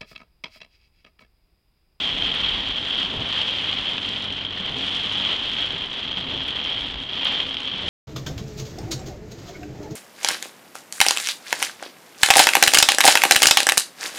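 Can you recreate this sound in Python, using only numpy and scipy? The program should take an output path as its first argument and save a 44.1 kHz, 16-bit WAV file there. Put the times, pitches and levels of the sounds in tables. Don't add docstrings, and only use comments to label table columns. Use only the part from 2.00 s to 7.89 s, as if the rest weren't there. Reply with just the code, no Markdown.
import sys
import numpy as np
from scipy import signal
from scipy.fft import rfft, irfft
from scipy.io import wavfile
from scipy.ndimage import uniform_filter1d

SR = 44100
rng = np.random.default_rng(int(sys.argv[2]) if len(sys.argv) > 2 else 0)


def inscribe(sig):
    pcm = np.round(np.clip(np.atleast_2d(sig).T, -1, 1) * 32767)
    wavfile.write(sys.argv[1], SR, pcm.astype(np.int16))


def elevation(decibels):
    levels = np.asarray(decibels, float)
    return 10 ** (levels / 20)


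N = 259744

# t/s, level at port ring/dB, glass treble re that level/dB
GUSTS = [(0.0, -24, -29), (0.13, -26.5, -30.5), (0.42, -23.5, -34.5), (0.78, -28.5, -32.5),
         (1.2, -29.5, -31), (1.36, -24.5, -31.5), (1.7, -25.5, -32), (2.2, -28.5, -28.5), (2.5, -31.5, -36),
         (2.95, -26.5, -28.5), (3.33, -24, -31), (3.88, -30.5, -32.5), (4.3, -30.5, -35.5),
         (4.68, -26.5, -35.5), (5.07, -35, -30), (5.27, -22, -36.5), (5.58, -31.5, -31.5),
         (5.89, -27.5, -30.5)]
# middle t/s, half length/s, rise/dB
SHEETS = [(0.978, 0.12, 4), (3.3, 0.014, 2.5), (3.5, 0.068, -2), (3.54, 0.23, 1), (3.1, 0.048, 2.5),
          (4.2, 0.038, 2), (6.1, 0.019, -2), (3.1, 0.041, -4.5), (3.4, .04, -3), (2, 0.025, -5.5),
          (4.2, 0.11, 0.5), (0.25, 0.066, 0), (5.78, 0.018, -2)]
# t/s, peak level/dB
BIG_DROPS = [(0.0553, -12), (0.34, -10), (0.4618, -11), (0.4883, -14), (0.5676, -15), (0.603, -29),
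             (1.0287, -8.5), (1.4152, -4.5), (1.5372, -14), (1.585, -13), (1.6212, -13), (1.728, -6),
             (1.9804, -6), (2.4581, -22.5), (2.6933, -11), (3.177, -21), (3.763, -14), (3.8716, -22.5),
             (3.9943, -14), (4.0786, -21), (4.4287, -26), (4.942, -11.5), (5.025, -22), (5.094, -16.5),
             (5.186, -14), (5.2669, -9.5), (5.402, -8), (5.4904, -16), (5.5432, -8.5), (5.5682, -9.5)]
# t/s, peak level/dB
GLASS_DROPS = [(0.4868, -37), (0.6875, -40), (0.9772, -37), (0.9982, -38), (1.274, -39), (1.3264, -39),
               (1.4127, -38), (1.4656, -43), (2.0268, -45), (2.0607, -39), (2.09, -34), (2.2423, -36),
               (2.3244, -33.5), (2.3685, -46), (2.7856, -36), (2.885, -40), (3.0335, -40), (3.5332, -40),
               (3.8385, -56), (3.9933, -47), (4.1868, -41), (4.435, -41), (4.6414, -40), (4.7267, -49),
               (4.8094, -36.5), (5.404, -41), (5.4935, -37), (5.5413, -39), (5.6037, -36), (5.6545, -42)]
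# f/Hz, gain/dB
ROOF_RESPONSE = [(60, -13.5), (270, -3), (450, -4), (1000, -4), (1650, -7.5), (1900, -4.5), (2200, -6.5),
                 (3200, -6.5), (3750, -7.5), (4100, -6.5), (5500, -14.5), (8000, -23), (12000, -33)]
# f/Hz, gain/dB
GLASS_RESPONSE = [(300, -34), (1500, -18.5), (4000, 1), (6500, 1), (10000, -3), (12000, -17)]
# f/Hz, gain/dB
KNOCK_RESPONSE = [(100, -30), (700, -5.5), (2200, -6.5), (3200, -5.5), (4500, -7), (7000, -16),
                  (12000, -31.5)]
# t/s, firing rate f/Hz, level/dB
ENGINE = [
    (0.0, 94.17, -51),
    (0.2, 95.2, -51),
    (3.2, 94.46, -48),
    (3.4, 93.5, -52),
    (3.75, 88, -59.5),
    (4.2, 74.36, -55),
    (4.35, 71.5, -50),
    (4.7, 71.1, -52.5),
    (4.85, 68.2, -65),
    (5.89, 61, -67),
]
# multiple of firing rate, level/dB
ENGINE_ORDERS = [(.5, -18.5), (1, -0.5), (1.5, -7.5), (2, -2), (2.5, -7), (3, -5.5)]
# f/Hz, gain/dB
BODY_RESPONSE = [(20, -1), (45, -2), (100, 5.5), (180, 4), (270, 1.5), (400, -0.5), (1000, -9.5),
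                 (2500, -29)]
# f/Hz, width/Hz, level/dB
PANELS = [(229.5, 18, -55), (270, 14, -50.5), (292.7, 24, -58)]
# middle t/s, half length/s, deep boom rise/dB, floor pan rise/dB
BUMPS = [
    (0.154, 0.17, 8, 2),
    (0.547, 0.31, 13.5, -0.5),
    (3.3, .15, 4.5, -3),
    (3.742, .04, 0, 6.5),
    (4.923, 0.15, 11.5, 2.5),
    (5.876, 0.035, 8, 0),
]
# t/s, peak level/dB
SHELL_TICKS = [(.349, -23.5), (4.4817, -23.5), (5.2482, -17)]
REVERSAL_DB = [1.5, -0.38, -1, -3]
# t from foot of sweep/s, peak level/dB, f/Hz, t60/s
WIPER_KNOCKS = [
    (-.155, -29.5, 184.5, 0.1),
    (0.0, -31.5, 117.7, 0.15),
    (0.005, -37, 260, .18),
    (0.031, -51, 431, 0.047),
]
# t/s, peak level/dB, f/Hz, t60/s
SUSPENSION = [(4.763, -34.5, 110, 0.25), (4.951, -31, 64.6, 0.17), (5.84, -36, 79.3, 0.3)]
# t/s, length/s, start f/Hz, end f/Hz, level/dB
SQUEAKS = [(2.545, 0.055, 1750, 1930, -44.5)]
# f/Hz, gain/dB
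CONVERTER_RESPONSE = [(9500, 0.5), (10500, 2.5), (11000, -2), (11600, -4), (12000, -14), (12500, -39.5),
                      (14000, -49.5)]

CABIN_T60_S, CABIN_ECHO_DB = 0.045, -1.5
MIDDLE_DROPS_PER_S, MIDDLE_DROPS_DB = 70, -17.5
PAN_DB, DEEP_DB, SPRAY_DB = -42, -55, -47.5
WIPER_FIRST_S, WIPER_PERIOD_S = 1.187, 1.568
WIPER_SHAKE_S, WIPER_SHAKE_DB = 0.09, 8
PORT_HZ, PORT_WIDTH_HZ = 3220, 260


def level(x, db):
    return x * elevation(db) / np.sqrt(np.mean(x ** 2))


def curve(table):
    s, *columns = np.transpose(table)
    return [np.interp(np.arange(N) / SR, s, c) for c in columns]


def swell(middle_s, half_s):
    return np.exp(-((np.arange(N) / SR - middle_s) / half_s) ** 2)


def walk(rate_hz):
    k = int(SR / rate_hz)
    held = np.repeat(rng.standard_normal(N // k + 1), k)
    return 1.16 * uniform_filter1d(uniform_filter1d(held, k), k)[:N]


def colour(x, points):
    size = 4096
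    hz, db = np.transpose(points)
    bins_hz = np.arange(size // 2 + 1) * SR / size
    log_gain = np.interp(np.log(bins_hz + 1), np.log(hz), db) * np.log(10) / 20
    cep = irfft(log_gain)
    cep[1:size // 2] *= 2
    cep[size // 2 + 1:] = 0
    impulse = irfft(np.exp(rfft(cep)))[:size // 2]
    return signal.fftconvolve(x, impulse)[:N]


def band(lo_hz, hi_hz):
    sos = signal.butter(2, [lo_hz, hi_hz], "bandpass", fs=SR, output="sos")
    return level(signal.sosfilt(sos, rng.standard_normal(N)), 0)


def smear(power, fade_s):
    keep = np.exp(-1 / (fade_s * SR))
    return signal.lfilter([1 - keep], [1, -keep], power)


def splats(hits, splat_s, echo_db):
    power = smear(smear(hits ** 2, splat_s), splat_s / 2)
    power = power + elevation(2 * echo_db) * smear(power, CABIN_T60_S / np.log(1e6))
    return np.sqrt(power) * rng.standard_normal(N)


def random_drops(rate_per_s, spread_db):
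    luck, size = rng.random(N), rng.exponential(size=N)
    return (luck < rate_per_s / SR) * elevation(spread_db * np.minimum(size, 3))


def patter(rate_per_s, spread_db, echo_db):
    hits = random_drops(rate_per_s, spread_db) / np.sqrt(rate_per_s)
    return level(splats(hits, 0.0004, echo_db), 0)


def blows(table, late_s):
    s, db = np.transpose(table)
    x = np.zeros(N)
    x[np.minimum(((s + late_s) * SR).astype(int), N - 1)] = elevation(db)
    return x


def big_drops(gust_db):
    middle_db = MIDDLE_DROPS_DB + 0.66 * (gust_db - gust_db.mean())
    hits = blows(BIG_DROPS, 0.0008) + random_drops(MIDDLE_DROPS_PER_S, 1.75) * elevation(middle_db)
    knocks = hits + elevation(-5.0) * splats(hits, 0.00057, CABIN_ECHO_DB)
    return elevation(8.5) * colour(knocks, KNOCK_RESPONSE)


def hard_drops():
    hits = splats(blows(GLASS_DROPS, 0.00035), 0.00046, CABIN_ECHO_DB - 8.0)
    return elevation(26.5) * colour(hits, GLASS_RESPONSE)


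def rain():
    gust_db, treble_db = curve(GUSTS)
    gust_db = gust_db + sum(db * swell(s, half_s) for s, half_s, db in SHEETS)
    slow_db = uniform_filter1d(gust_db + treble_db, SR // 3)
    density = elevation(1.6 * (slow_db - slow_db.mean()))
    clumps_db = walk(27.923)
    clumps_db = clumps_db - uniform_filter1d(clumps_db, SR // 6)
    clumps_db = clumps_db / np.sqrt(np.clip(density, 0.4, 2))

    dull = patter(1900 * density, 2.7, CABIN_ECHO_DB)
    roof = level(colour(dull, ROOF_RESPONSE), -11.5) * elevation(gust_db + clumps_db)
    bright = patter(330 * density, 3.6, -8.0)
    glass = level(colour(bright, GLASS_RESPONSE), 12.6) * elevation(gust_db + treble_db + 1.3 * clumps_db)
    return roof + glass + big_drops(gust_db) + hard_drops()


def engine():
    firing_hz, engine_db = curve(ENGINE)
    phase = 2 * np.pi * np.cumsum(firing_hz * (1 + 0.0037 * walk(9))) / SR
    hum = np.zeros(N)
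    for order, order_db in ENGINE_ORDERS:
        gain = np.sqrt(2) * elevation(engine_db + order_db + 2.2 * walk(10))
        hum += gain * np.sin(order * phase + 2 * np.pi * rng.random())
    return hum


def sweeps():
    return WIPER_FIRST_S + WIPER_PERIOD_S * np.arange(4)


def road():
    deep_db = DEEP_DB + 1.8 * walk(9)
    pan_db = PAN_DB + 1.1 * walk(15)
    for s, half_s, deep_rise_db, pan_rise_db in BUMPS:
        bump = swell(s, half_s)
        deep_db += deep_rise_db * bump
        pan_db += pan_rise_db * bump
    for s, force_db in zip(sweeps(), REVERSAL_DB):
        pan_db += (WIPER_SHAKE_DB + force_db) * swell(s - 0.015, WIPER_SHAKE_S)
    pan = level(colour(rng.standard_normal(N), BODY_RESPONSE), -2.5) * elevation(pan_db)

    panels = np.zeros(N)
    for hz, width_hz, db in PANELS:
        panels += band(hz - width_hz / 2, hz + width_hz / 2) * elevation(db - 1.0 + 1.7 * walk(4))

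    spray_db = SPRAY_DB + 0.4 * (curve(GUSTS)[0] + 27.0) + 1.1 * walk(5) + 1.8 * walk(25)
    return pan + panels + band(320, 1900) * elevation(spray_db) + band(32, 62) * elevation(deep_db)


def shell_ticks():
    return signal.lfilter([1, -1], [1, -0.6], blows(SHELL_TICKS, 0))


def thumps():
    knocks = list(SUSPENSION)
    for s, force_db in zip(sweeps(), REVERSAL_DB):
        for late_s, db, hz, t60_s in WIPER_KNOCKS:
            knocks.append((s + late_s, db + force_db, hz, t60_s))
    out = np.zeros(N + SR)
    t = np.arange(SR // 2) / SR
    tail = np.append(band(140, 750), np.zeros(SR))
    for s, db, hz, t60_s in knocks:
        i = int(s * SR)
        shape = (1 - np.exp(-t / 0.0032)) * np.exp(-np.log(1000) * t / t60_s)
        body = np.sin(2 * np.pi * hz * t) + elevation(-7.0) * tail[i:i + len(t)]
        out[i:i + len(t)] += elevation(db) * shape * body
    return out[:N]


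def wiper_squeak():
    t = np.arange(N) / SR
    out = np.zeros(N)
    for s, length_s, start_hz, end_hz, db in SQUEAKS:
        part = np.clip((t - s) / length_s, 0, 1)
        hz = (start_hz + (end_hz - start_hz) * part) * (1 + 0.037 * walk(150))
        tone = np.sin(2 * np.pi * np.cumsum(hz) / SR)
        out += elevation(db + 3.0 * walk(90)) * np.sin(np.pi * part) * tone
    return out


def scene():
    return (rain() + engine() + road() + thumps() + wiper_squeak())[None]


def band_limit(x):
    return signal.sosfilt(signal.butter(12, 12250, fs=SR, output="sos"), x)


def record(dry):
    w = 2 * np.pi * PORT_HZ / SR
    r = np.exp(-np.pi * PORT_WIDTH_HZ / SR)
    ring = [1, -2 * r * np.cos(w), r * r]
    port = signal.lfilter([sum(ring)], ring, dry[0])
    mix = colour(port + shell_ticks(), CONVERTER_RESPONSE)[None]
    return band_limit(mix)


dry = scene()
out = record(dry)
inscribe(out)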